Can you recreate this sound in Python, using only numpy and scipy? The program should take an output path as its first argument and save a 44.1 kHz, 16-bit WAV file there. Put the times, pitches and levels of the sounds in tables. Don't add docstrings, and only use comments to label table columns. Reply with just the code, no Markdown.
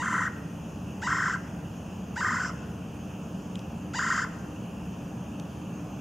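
import sys
import numpy as np
from scipy import signal
from scipy.fft import rfft, irfft, next_fast_len
from scipy.io import wavfile
from scipy.ndimage import uniform_filter1d, map_coordinates

SR = 44100
rng = np.random.default_rng(int(sys.argv[2]) if len(sys.argv) > 2 else 0)


def unload_wav(signal):
    wavfile.write(
        sys.argv[1],
        SR,
        np.round(np.clip(np.atleast_2d(signal).T, -1, 1) * 32767).astype(np.int16),
    )


def makeup_ratio(level_db):
    decades = np.asarray(level_db, float) / 20
    return 10 ** decades


N = 264820
TOP_HZ = 15770


def unit(x):
    return x / np.sqrt(np.mean(x ** 2) + 1e-20)


def along(points, hz):
    f, v = np.transpose(points)
    return np.interp(np.log(hz + 1), np.log(f + 1), v)


def wobble(rate, size):
    knots = rng.standard_normal(int(size * rate / SR) + 4)
    return map_coordinates(knots, [np.arange(size) * rate / SR])


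def filtered(x, response):
    size = next_fast_len(x.shape[-1] + 8192)
    spectrum = rfft(x, size) * response(np.fft.rfftfreq(size, 1 / SR))
    return irfft(spectrum, size)[..., :x.shape[-1]]


def causal(points):
    def response(hz):
        cepstrum = irfft(np.log(makeup_ratio(along(points, hz)) + 1e-6))
        half = len(cepstrum) // 2
        cepstrum[1:half] *= 2
        cepstrum[half + 1:] = 0
        return np.exp(rfft(cepstrum))
    return response


# (frequency [Hz], likeness [0 to 1])
LIKENESS = [(30, 1), (60, 0.98), (130, 1.0), (290, .98), (640, 0.77), (1410, 0.65), (3100, 0.92),
            (4500, 0.87), (6820, 0.89), (15000, 0.18)]


def rush(spectrum, patchy_db):
    noise = signal.stft(rng.standard_normal((2, N)), nperseg=512)[2]
    patches = uniform_filter1d(rng.standard_normal(noise.shape[1:]), size=6, axis=0)
    patches = uniform_filter1d(patches, size=14, axis=1)
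    pair = signal.istft(noise * makeup_ratio(patchy_db * unit(patches)), nperseg=512)[1][:, :N]

    def colour_and_width(hz):
        angle = np.arccos(np.clip(along(LIKENESS, hz), -1, 1)) / 2
        return makeup_ratio(along(spectrum, hz)) * [np.cos(angle), np.sin(angle)]

    mid, side = filtered(pair, colour_and_width)
    return unit(np.array([mid + side, mid - side]))


# (frequency [Hz], level [dB])
RUMBLE_COLOUR = [(13, -67), (26, -33), (40, -16), (50, -20), (67, -5), (118, -3), (146, -2.5), (177, 0),
                 (227, -1), (261, -11.5), (295, -2.5), (323, -13), (808, -18), (1500, -27), (1950, -48),
                 (3300, -120)]


def traffic():
    t = np.arange(N) / SR
    level_db = -38 + 0.18 * t + 0.17 * wobble(2.94, N)
    return makeup_ratio(level_db) * rush(RUMBLE_COLOUR, patchy_db=0.45)


# (frequency [Hz], level [dB])
HISS_COLOUR = [(880, -8.5), (1500, -24), (1610, -2), (2120, -12), (2520, 0), (2680, 2), (3070, -3),
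               (3890, -20.5), (4380, -18), (5220, -12), (5600, -13), (6680, -5), (7370, -18), (15200, -21),
               (15700, -25)]


def camera_hiss():
    return makeup_ratio(-57.5 + 3.0) * rush(HISS_COLOUR, patchy_db=1.5)


# (frequency [Hz], pitch wander [Hz], level [dB])
MOTOR_TONES = [(178, 8.05, -46), (295.4, 5.14, -57)]


def motor():
    hum = np.zeros(N)
    for hz, wander_hz, db in MOTOR_TONES:
        gain = makeup_ratio(db + 2.16 * wobble(9, N)) * np.sqrt(2)
        phase = 2 * np.pi * np.cumsum(hz + wander_hz * wobble(15, N)) / SR
        hum += gain * np.sin(phase)
    return hum


# (time [s], peak level [dB], ring frequency [Hz])
TWIG_TICKS = [
    (3.5555, -34, 3220),
    (3.591, -44, 6000),
    (3.5927, -41, 2800),
    (5.3976, -39, 6050),
    (5.399, -43, 3000),
]


def twigs():
    out, t = np.zeros(N + SR), np.arange(SR // 20) / SR
    for start, db, hz in TWIG_TICKS:
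        ring = np.sin(2 * np.pi * hz * t) * makeup_ratio(-60 * t / 0.0064)
        crackle = 0.99 * rng.standard_normal(len(t)) * makeup_ratio(-60 * t / 0.01)
        soft_start = 1 - np.exp(-t / 0.00044)
        out[round(start * SR):][:len(t)] += makeup_ratio(db) * (ring + crackle) * soft_start
    return filtered(out[:N], causal([(1200, -39), (2600, 7.5), (8000, 2.5), (11000, -12), (16000, -18)]))


# (frequency [Hz], time to fall by 60 dB [s])
TREE_DECAY = [(800, 0.97), (2000, 1), (7000, 0.99), (10000, 0.69)]
# (delay [s], level [dB])
TRUNK_ECHOES = [(.0025, -18), (.008, -11), (.014, -12.5), (.023, -19)]


def trees(x):
    hz, t, noise = signal.stft(rng.standard_normal((2, SR)), SR, nperseg=256)
    slow_decay = makeup_ratio(-60 * t / along(TREE_DECAY, hz)[:, None])
    fast_decay = 0.88 * makeup_ratio(-60 * t / 0.21)
    tail = signal.istft(noise * (slow_decay + fast_decay), SR, nperseg=256)[1]
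    tail += 0.97 * tail.mean(axis=0)
    tail = makeup_ratio(-12.0) * tail / np.linalg.norm(tail[0])
    for delay, db in TRUNK_ECHOES:
        tail[0, round(delay * SR)] += makeup_ratio(db)
        tail[1, round(delay * SR) + rng.integers(-2, 3)] += makeup_ratio(db)
    return signal.fftconvolve(x[None], tail, axes=1)[:, :len(x)]


# (frequency [Hz], level [dB])
BEAK_COLOUR = [(1470, -41), (2500, -3.5), (3600, -3), (4250, -14.5), (4580, -6), (5600, -7), (7200, -2),
               (7660, -5.5), (8250, -23), (10300, -43.5), (13400, -72), (22000, -120)]


def facing(lobes):
    hz = np.geomspace(BEAK_COLOUR[0][0], BEAK_COLOUR[-1][0], 300)
    peaks_db = sum(db * np.exp(-((hz - centre) / width) ** 2) for centre, width, db in lobes)
    return np.transpose([hz, along(BEAK_COLOUR, hz) + peaks_db])


LEAP_S, LAST_LONGER_S = .0285, 0.00506
BEAK_OPENS_S, BEAK_SHUTS_S, SHUT_DB = 0.026, 0.022, -11.5
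TIRES_DB_PER_S, ONSET_BRIGHT_DB = -11, -1.5
TURN_S = 0.098


def beak_opening(start, leaps, beak_db, bright_db, turn_db, t):
    end = leaps[-1, 0] + LEAP_S + LAST_LONGER_S
    opening = 1 - (t - start) / BEAK_OPENS_S
    shutting = 1 - (end - t) / BEAK_SHUTS_S
    shut = np.clip(np.maximum(opening, shutting), 0, 1)
    tired_db = TIRES_DB_PER_S * (t - (start + end) / 2)
    lower_db = beak_db + tired_db + SHUT_DB * shut - 120 * (t > end)
    upper_db = lower_db + bright_db + ONSET_BRIGHT_DB * (t < leaps[0, 0])
    turned_db = turn_db * np.clip(2 * (1 - (end - t) / TURN_S), 0, 1)
    return uniform_filter1d(makeup_ratio(np.array([lower_db, upper_db, turned_db])), size=200, axis=1)


REST_HZ, PEAK_HZ, FIRST_SHORT_HZ = 1040.4, 1907, 150
FULL_DB, SAG_HZ_PER_DB, SAG_MOST_HZ = -31, 130, 398
SECOND_HZ, SECOND_SCATTER, PEAK_SCATTER = 1361, 0.059, 0.01938
HOARSE, FIRST_HOARSE, HOARSE_SCATTER = .63, .4, .1
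KICK_DB = 3.5


def syrinx_controls(onset, leaps, t):
    onset_s, onset_hz, onset_db = np.transpose(onset)
    pitch = np.interp(t, onset_s, onset_hz)
    level = np.interp(t, onset_s, onset_db, left=-120)
    second, hoarse = pitch.copy(), np.zeros(len(t))
    chance = rng.standard_normal((len(leaps), 3))
    for k, ((start, leap_db), (top_luck, second_luck, rough_luck)) in enumerate(zip(leaps, chance)):
        last = k == len(leaps) - 1
        end = start + LEAP_S + LAST_LONGER_S * last
        lower = SECOND_HZ * (1 + SECOND_SCATTER * second_luck)
        sag = np.clip(SAG_HZ_PER_DB * (FULL_DB - leap_db), 0, SAG_MOST_HZ) + FIRST_SHORT_HZ * (k == 0)
        top = PEAK_HZ * (1 + PEAK_SCATTER * top_luck) - sag
        rough = (HOARSE if k and not last else FIRST_HOARSE) + HOARSE_SCATTER * rough_luck
        u = np.clip((t - start) / (end - start), 0, 1)
        arch = np.abs(np.sin(np.pi * np.clip(1.09 * u, 0, 1) ** 1.05)) ** .68
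        now = t > start - .003
        rest = REST_HZ - 3000 * np.clip(t - end, 0, .02)
        pitch[now] = (rest + (top - rest) * arch)[now]
        second[now] = np.minimum(pitch, lower * (.94 + 0.101 * u))[now]
        level[now] = (leap_db - 0.9 - 1.9 * (1 - arch) + KICK_DB * (.5 - u))[now]
        level -= min(6 * k, 18) * np.exp(-((t - start + 0.0025) / 0.0021) ** 2)
        hoarse[now] = np.clip(rough, 0, 1) * (0.23 + 0.91 * arch ** 3)[now]
    level -= 2600 * np.clip(t - end + 0.00075, 0, 1)
    return uniform_filter1d(np.array([pitch, second, level, hoarse]), size=90, axis=1)


# (frequency [Hz], level [dB])
THROAT_COLOUR = [(500, -64), (800, -8.5), (930, -1), (1050, -1), (1170, -1.5), (1330, 3), (1430, 3),
                 (1570, 3), (1670, -6.5), (1870, 0.5), (2100, -9.5), (2330, -22.5), (2600, -48)]
TURN_HZ, TURN_WIDTH_HZ = 5500, 490
GAP_HZ, GAP_WIDTH_HZ, GAP_DB = 3730, 580, -6


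def call(onset, leaps, head, beak, size):
    t = onset[0][0] + np.arange(size) / SR
    pitch, second, level, hoarse = syrinx_controls(onset, leaps, t)

    def voice_phase(hz):
        waver = 1 + (.003 + .075 * hoarse) * wobble(450, size)
        return 2 * np.pi * np.cumsum(hz * waver) / SR

    phase = voice_phase(pitch)
    behind = voice_phase(second)
    pulses = sum(np.cos(k * phase) * (k * pitch < TOP_HZ) for k in range(1, 18))
    pulses *= 1 - .4 * hoarse + 1.1 * hoarse * np.cos(phase - behind)
    pulses += .15 * hoarse * np.cos(behind)
    strain = uniform_filter1d(hoarse, size=1500)
    leak = (.1 + 3.5 * strain) * rng.standard_normal(size) * (1 + np.cos(phase))
    flutter_db = 1.6 * wobble(200, size)
    low = filtered(makeup_ratio(level + flutter_db + 5.5) * (pulses + 0.22 * leak), causal(THROAT_COLOUR))

    high = pulses + filtered(leak, lambda hz: .5 + .5 / (1 + (4300 / (hz + 1)) ** 6))
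    high = filtered(high, lambda hz: causal(head)(hz) / (1 + (hz / 11500) ** 16))
    lobe = filtered(high, lambda hz: np.exp(-((hz - TURN_HZ) / TURN_WIDTH_HZ) ** 2))
    gap = filtered(high, lambda hz: np.exp(-((hz - GAP_HZ) / GAP_WIDTH_HZ) ** 2))
    in_trill = np.clip((t - leaps[0, 0]) / .006, 0, 1)
    high = high + (makeup_ratio(GAP_DB) - 1) * in_trill * gap
    upper = filtered(high, lambda hz: 1 / (1 + (6000 / (hz + 1)) ** 12))
    lower_gain, upper_gain, turned = beak_opening(t[0], leaps, *beak, t)
    lower = high - upper + (turned - 1) * lobe
    return low + makeup_ratio(2.5) * lower_gain * lower + makeup_ratio(2.0) * upper_gain * upper


# (time [s], onset level [dB], beak opening [dB], brightness above 6 kHz [dB],
# gain as the head turns to the camera [dB])
CALLS = [
    (-.034, -43, -49, 2.5, 7),
    (1.016, -42, -47, 2.5, 0),
    (2.157, -41.5, -44.5, -3, 9),
    (3.934, -41.5, -44, 1.5, 5.5),
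]
# (time after start [s], pitch [Hz], level [dB])
CLEAR_ONSET = [
    (0, 618, -14),
    (.005, 688, -1.5),
    (.015, 852, 5.5),
    (.023, 973, 3),
    (.029, 1010, 2),
    (.044, 908, 1),
    (.052, 989, 4.5),
]
# (time [s], level [dB])
TRILL_LEAPS = [(.022, -32.5), (.057, -29.5), (.099, -29), (.139, -28.5), (.178, -28), (.216, -30.5),
               (.25, -31.5), (1.072, -29.5), (1.103, -28), (1.143, -28.5), (1.182, -28), (1.219, -27.5),
               (1.255, -28.5), (1.295, -30.5), (1.326, -33.5), (2.208, -30), (2.244, -27.5), (2.281, -28),
               (2.318, -29.5), (2.356, -29), (2.395, -32.5), (2.432, -32), (2.471, -39), (3.989, -29.5),
               (4.022, -28.5), (4.061, -29), (4.101, -27.5), (4.14, -29.5), (4.176, -28), (4.215, -32.5)]
# (frequency [Hz], width [Hz], level [dB])
HEAD_ANGLES = [
    [(2770, 350, 3), (5200, 500, -8), (6000, 330, 3), (9340, 1000, 18)],
    [(3150, 730, 1), (3884, 405, -0.5), (5430, 280, 6.5), (9200, 700, 4)],
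    [(3520, 870, -5), (5310, 300, 1), (7510, 270, 4.5), (9200, 840, 12)],
    [(2800, 73, 4.5), (4777, 275, 7), (6880, 335, 5), (10530, 860, 22.5)],
]
# (frequency [Hz], left minus right level [dB])
SIDE_LEAN = [(60, -0.5), (180, -0.5), (550, -7), (1650, 2), (4970, 1), (15000, -2)]


def woodpecker():
    out, leaps = np.zeros((2, N + 3 * SR)), np.array(TRILL_LEAPS)
    for (start, db, *beak), lobes in zip(CALLS, HEAD_ANGLES):
        own = leaps[(leaps[:, 0] > start) & (leaps[:, 0] < start + .5)]
        onset = np.array(CLEAR_ONSET) + [start, 0, db]
        voice = call(onset, own, facing(lobes), beak, size=SR // 2)
        voice = np.pad(voice, (0, SR))
        both = np.array([voice, voice])
        direct = filtered(both, lambda hz: makeup_ratio(np.outer([.5, -.5], along(SIDE_LEAN, hz))))
        out[:, SR + round(start * SR):][:, :len(voice)] += direct + trees(voice)
    return out[:, SR:SR + N]


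def scene():
    background = traffic() + camera_hiss() + motor()
    return woodpecker() + twigs() + background


def band_limit(x):
    return signal.sosfilt(signal.butter(12, 16330, fs=SR, output="sos"), x)


def record(dry):
    mix = filtered(dry, lambda hz: hz < TOP_HZ)
    return band_limit(mix)


dry = scene()
out = record(dry)
unload_wav(out)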